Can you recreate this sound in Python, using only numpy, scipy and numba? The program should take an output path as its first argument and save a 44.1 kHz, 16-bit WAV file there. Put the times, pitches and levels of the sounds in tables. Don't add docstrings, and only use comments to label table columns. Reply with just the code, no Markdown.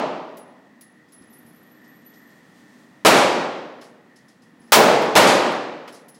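import sys
import numpy as np
from scipy import signal
from scipy.fft import rfft, irfft
from scipy.io import wavfile
from numba import njit

SR = 44100
rng = np.random.default_rng(int(sys.argv[2]) if len(sys.argv) > 2 else 0)


def unload_wav(signal):
    wavfile.write(
        sys.argv[1],
        SR,
        np.round(np.clip(np.atleast_2d(signal).T, -1, 1) * 32767).astype(np.int16),
    )


N = 272979

CONTACTS = {"rim": (-2, -16, -5.5), "side": (-9.5, 0, -14), "mouth": (-26, -26, 0)}


def undb(db):
    return 10 ** (np.asarray(db) / 20)


def along(points, hz):
    f, value = np.transpose(points)
    return np.interp(np.log(np.maximum(hz, 1)), np.log(f), value)


def bins(size):
    return np.arange(size // 2 + 1) * SR / size


def noise(db, size):
    x = irfft(rfft(rng.standard_normal(size)) * undb(db), size)
    return x / np.std(x)


def resonance(centre_hz, width_hz, size):
    return noise(-20 * np.log10(1 + ((bins(size) - centre_hz) / width_hz) ** 2), size)


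def fade(t, t60):
    return np.exp(-np.log(1000) * t / max(t60, 1e-3))


def walk(rate):
    knots = np.arange(0, N / SR + 1, 1 / rate)
    return np.interp(np.arange(N) / SR, knots, rng.standard_normal(len(knots)))


def dull(x, hz):
    return signal.sosfilt(signal.butter(1, hz, fs=SR, output="sos"), x)


def add(out, x, s):
    i = int(round(s * SR))
    a, b = max(i, 0), min(i + len(x), len(out))
    if b > a:
        out[a:b] += x[a - i:b - i]


def ventilation(level_db=-54.5, whistle_db=-8.5, grille_hz=1875, width_hz=105, waver_db=3.2):
    # frequency in Hz, relative level in dB.
    rumble_spectrum = [(25, -30), (60, -25.5), (100, -10.5), (140, -2), (240, 6), (330, -3.5), (450, -8),
                       (800, -11.5), (1400, -14), (2400, -20.5), (3800, -25.5), (7000, -32), (12000, -39.5),
                       (16000, -38.5)]
    hz = bins(N)
    rumble = noise(along(rumble_spectrum, hz), N)
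    whistle = noise(-10 * np.log10(1 + ((hz - grille_hz) / width_hz) ** 4), N)
    return undb(level_db) * (rumble + whistle * undb(whistle_db + waver_db * walk(10)))


def fans(trim_db=-4.5, waver_db=2):
    # frequency in Hz, rms level in dB before the trim.
    tones = [(247.6, -68.5), (306.8, -63), (479.1, -70), (1798, -67), (1906, -71.5), (3359, -80)]
    t = np.arange(N) / SR
    return sum(np.sqrt(2) * undb(db + trim_db + waver_db * walk(7.5)) * np.sin(2 * np.pi * hz * t)
               for hz, db in tones)


def sleeves(rest_db=-82, grain_db=2):
    # frequency in Hz, relative level in dB.
    cloth_spectrum = [(1000, -7.5), (3500, 5), (8000, 1), (12000, -6.5), (16000, -10)]
    # middle in seconds, half length in seconds, level in dB.
    rubs = [(2.55, .45, -72), (2.58, 0.032, -73), (2.796, .05, -73)]
    t = np.arange(N) / SR
    speed = undb(rest_db) + sum(undb(db) * np.exp(-((t - s) / half_s) ** 2) for s, half_s, db in rubs)
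    return noise(along(cloth_spectrum, bins(N)), N) * speed * undb(grain_db * walk(26))


def bench_bumps(bench_hz=245, width_hz=70, t60=0.19):
    # start in seconds, level in dB before the low-pass.
    touches = [(1.208, -47), (1.45, -52), (4.599, -50.5)]
    out, size = np.zeros(N), SR // 2
    decay = fade(np.arange(size) / SR, t60)
    for s, db in touches:
        boom = undb(db) * resonance(bench_hz, width_hz, size) * decay
        add(out, dull(boom, 2 * bench_hz), s)
    return out


def partition_knocks(t60=0.11):
    # start in seconds, level in dB.
    hits = [(.374, -57), (3.815, -46.5), (5.878, -38)]
    # frequency in Hz, relative level in dB.
    panel_spectrum = [(300, -22), (900, 3), (1800, -2), (3000, -2), (5000, -10), (10000, -29)]
    out, size = np.zeros(N), SR // 2
    decay = fade(np.arange(size) / SR, t60)
    for s, db in hits:
        add(out, undb(db) * noise(along(panel_spectrum, bins(size)), size) * decay, s)
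    return out


def case_impact(tick_db, clack_db, ring_db, ring_hz, t60, build_s=0.0029, contact_db=5, flutter_db=-4):
    # frequency in Hz, relative level in dB.
    tick_spectrum = [(1000, -14), (2500, -3.5), (5000, -1.5), (9000, -3), (11000, 3), (14500, 2),
                     (16000, -5)]
    clack_spectrum = [(1000, -16.5), (3000, -6.5), (4200, -2.5), (5100, -0.5), (6200, -4), (10000, -9.5),
                      (16000, -26.5)]
    size = SR
    hz, t = bins(size), np.arange(size) / SR
    tick_decay = fade(t, t60=0.096) + undb(contact_db) * fade(t, t60=0.014)
    tick = noise(along(tick_spectrum, hz), size) * tick_decay
    clack = noise(along(clack_spectrum, hz), size) * fade(t, t60=0.28)
    pitched_tap = resonance(centre_hz=5200, width_hz=260, size=size) * fade(t, t60=0.075)
    flutter = undb(flutter_db) * resonance(ring_hz, width_hz=35, size=size)
    ring = (np.sin(2 * np.pi * ring_hz * t) + flutter) * fade(t, t60)
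    build = 1 - np.exp(-t / build_s)
    return build * (undb(tick_db) * tick + undb(clack_db) * (clack + pitched_tap) + undb(ring_db) * ring)


def rolling_case(start_s=1.297, length_s=1.05, level_db=-62, spread_db=2, slowing_db=-5, count=13):
    out = np.zeros(N)
    gaps, strengths = rng.uniform(.5, 1, count), rng.standard_normal(count)
    progress = (np.cumsum(gaps) - gaps) / gaps.sum()
    for done, strength in zip(progress, strengths):
        db = level_db + spread_db * strength + slowing_db * done
        touch = case_impact(*(db + np.array(CONTACTS["mouth"])), ring_hz=11860, t60=.6)
        add(out, touch, start_s + length_s * done)
    return out


def tumbling_cases(t60=0.31):
    clinks = [(.370, "rim", -43.5, 10720), (1.082, "side", -66, 10720), (1.158, "mouth", -49, 10800),
              (1.217, "side", -66, 10720), (1.841, "side", -66, 11860), (2.061, "mouth", -50.5, 11860),
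              (2.135, "side", -63.5, 11860), (3.838, "side", -55.5, 10720), (4.281, "side", -57.5, 10720),
              (4.596, "mouth", -61.5, 10500), (4.673, "side", -66.5, 10720), (5.875, "side", -52.5, 10790),
              (5.941, "side", -49.5, 10880), (6.083, "rim", -46, 10740)]
    out = np.zeros(N)
    for s, part, db, ring_hz in clinks:
        add(out, case_impact(*(db + np.array(CONTACTS[part])), ring_hz, t60), s)
    return out


def bouncing_cases(count=5, tick_step_db=-7.5, clack_step_db=-5, ring_step_db=-5, t60=0.32, growth=1.21):
    # first landing in seconds, first flight in seconds, coefficient of restitution,
    # first tick, clack and ring levels in dB, ring pitch in Hz.
    drops = [(.8092, .311, .66, -47, -58, -48, 10720), (3.811, .347, .75, -62, -51.5, -61, 10900),
             (5.019, .498, .72, -43.5, -68, -55, 10700), (5.923, 0.22, .7, -58, -51.5, -54, 10920)]
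    out = np.zeros(N)
    for s, flight_s, restitution, tick_db, clack_db, ring_db, ring_hz in drops:
        for k in range(count):
            levels = tick_db + k * tick_step_db, clack_db + k * clack_step_db, ring_db + k * ring_step_db
            add(out, case_impact(*levels, ring_hz, t60 * growth ** k), s)
            s += flight_s * restitution ** k
    return out


def reverberation(lane, pattern, steady_hz=1100):
    hall_spectra = {"far": [(40, -36), (80, -20), (130, -8.5), (300, -1.5), (650, 2.5), (1000, 0),
                    (1600, -11), (2700, -13.5), (5000, -19.5), (8000, -26), (16000, -38)],
                    "next": [(40, -42.5), (80, -20.5), (125, -2), (250, -1.5), (480, 4), (850, 3.5),
                    (1500, -2.5), (2700, -7), (5000, -12), (8000, -18.5), (12000, -26), (16000, -34)],
                    "own": [(40, -36.5), (90, -16.5), (150, -4), (280, -4.5), (450, 3), (850, 2.5),
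                    (1500, -7.5), (2700, -12), (5000, -17), (8000, -22.5), (12000, -29), (16000, -16)]}
    room_modes = {"far": [(456, 20, -3), (630, 37, 4.5), (894, 12, 8.5)], "next": [(300, 33, 5),
                  (370, 13, 5), (529.7, 27, 6.5), (597, 31, 3.5), (796, 38, 1.5), (990, 6.2, 0)],
                  "own": [(220, 36, 3.5), (310, 18, 1.5), (420, 15, 1), (620, 31, 3), (727, 10, 3),
                  (900, 8.3, -1.5)]}
    # frequency in Hz, reverberation time in seconds.
    decay_times = [(60, 0.17), (200, 1.26), (600, 1.07), (1500, 1.045), (3500, 0.95), (7000, 0.77),
                   (11000, 0.52), (16000, .33)]
    size = len(pattern)
    hz, t = bins(size), np.arange(size) / SR
    modes_db = sum(peak / (1 + (2 * (hz - f) / width) ** 2) for f, width, peak in room_modes[lane])
    same = 1 / (1 + (hz / steady_hz) ** 2)
    field = np.sqrt(same) * rfft(pattern) + np.sqrt(1 - same) * rfft(rng.standard_normal(size))
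    field *= undb(along(hall_spectra[lane], hz) + modes_db)
    field /= np.std(irfft(field, size))
    out, centres = np.zeros(size), np.geomspace(60, 16000, 17)
    for centre, share in zip(centres, np.eye(len(centres))):
        band = irfft(field * along(np.c_[centres, share], hz), size)
        out += band * fade(t, along(decay_times, centre))
    return out


def shots(trap_s=.117, direct_share=0.54, echo_hz=2500, choke_hz=2200, choke_db=-20, sizzle_db=5):
    # start in seconds, lane (the key "far" is the opening shot, also from the next lane, with its own
    # colouring), then hall, muzzle crack and bullet trap levels in dB.
    firings = [(-0.385, "far", -2.5, -6, -48), (3.0493, "next", -4.5, -2.5, -23.5),
               (4.7207, "own", -2, -0.5, -31), (5.154, "next", -3.5, -1.5, -21)]
    paths = {"far": (.012, .0005), "next": (0.013, 0.00041), "own": (0.011, 0.042)}
    # delay in seconds, gain in dB on the hall's sound.
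    echoes = [(.074, -8.5), (.29, -17.5)]
    # frequency in Hz, relative level in dB.
    crack_spectrum = [(60, -19), (150, -1), (400, 0.5), (850, 11), (1250, 7), (1900, -2.5), (3500, -2),
                      (6000, -7.5), (10000, -10), (16000, -18)]
    splash_spectrum = [(60, -6), (130, -2.5), (300, 8), (1500, 3.5), (4000, 7.5), (7500, 4), (11000, -2),
                       (16000, -21)]
    out, size = np.zeros(N), 2 * SR
    hz, t = bins(size), np.arange(size) / SR
    patterns = {lane: rng.standard_normal(size) for lane in paths}
    for s, lane, hall_db, crack_db, trap_db in firings:
        swell_s, choke_s = paths[lane]
        swell = 1 - np.exp(-(t / swell_s) ** 2)
        arrival = direct_share + (1 - direct_share) * swell
        field = undb(hall_db) * reverberation(lane, patterns[lane]) * arrival
        crack = undb(crack_db) * noise(along(crack_spectrum, hz), size) * swell * fade(t, t60=.27)
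        blast = field + crack
        for delay, echo_db in echoes:
            add(blast, undb(echo_db) * dull(field, echo_hz), delay)
        splash = undb(trap_db) * noise(along(splash_spectrum, hz), size) * fade(t, t60=0.47)
        add(blast, splash, trap_s)
        bass = dull(blast, choke_hz)
        age = t / choke_s
        pinned = np.exp(-age ** 6)
        sizzle = (blast - bass) * undb(sizzle_db) * np.exp(-age)
        add(out, blast - (1 - undb(choke_db)) * pinned * bass + sizzle, s)
    return out


@njit
def follow(x, attack, release):
    env, e = np.empty(len(x)), 0.
    for i in range(len(x)):
        e += (abs(x[i]) - e) * (attack if abs(x[i]) > e else release)
        env[i] = e
    return env


def quiet_lift(env, loud_db=-20, hold_s=0.87, recover_s=.08, lift_db=3):
    t = np.arange(N) / SR
    last_loud = np.maximum.accumulate(np.where(env > undb(loud_db), t, 0))
    waited = np.maximum(t - last_loud - hold_s, 0)
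    return undb(lift_db * (1 - np.exp(-waited / recover_s)))


def scene():
    events = shots() + bouncing_cases() + tumbling_cases() + rolling_case() + partition_knocks()
    return (events + bench_bumps() + ventilation() + fans() + sleeves())[None]


def record(dry, overload_db=3, threshold_db=-2.5, attack_s=0.00031, release_s=0.2,
           low_cut_hz=75, top_hz=15800):
    x = undb(overload_db) * np.tanh(dry[0] / undb(overload_db))
    env = follow(x, 1 / (attack_s * SR), 1 / (release_s * SR))
    x = x * quiet_lift(env) / np.maximum(env / undb(threshold_db), 1)
    x = np.clip(x, -.85, .85)
    x = signal.sosfilt(signal.butter(1, low_cut_hz, "high", fs=SR, output="sos"), x)
    return signal.sosfilt(signal.ellip(10, .2, 80, top_hz, fs=SR, output="sos"), x)[None]


dry = scene()
out = record(dry)
unload_wav(out)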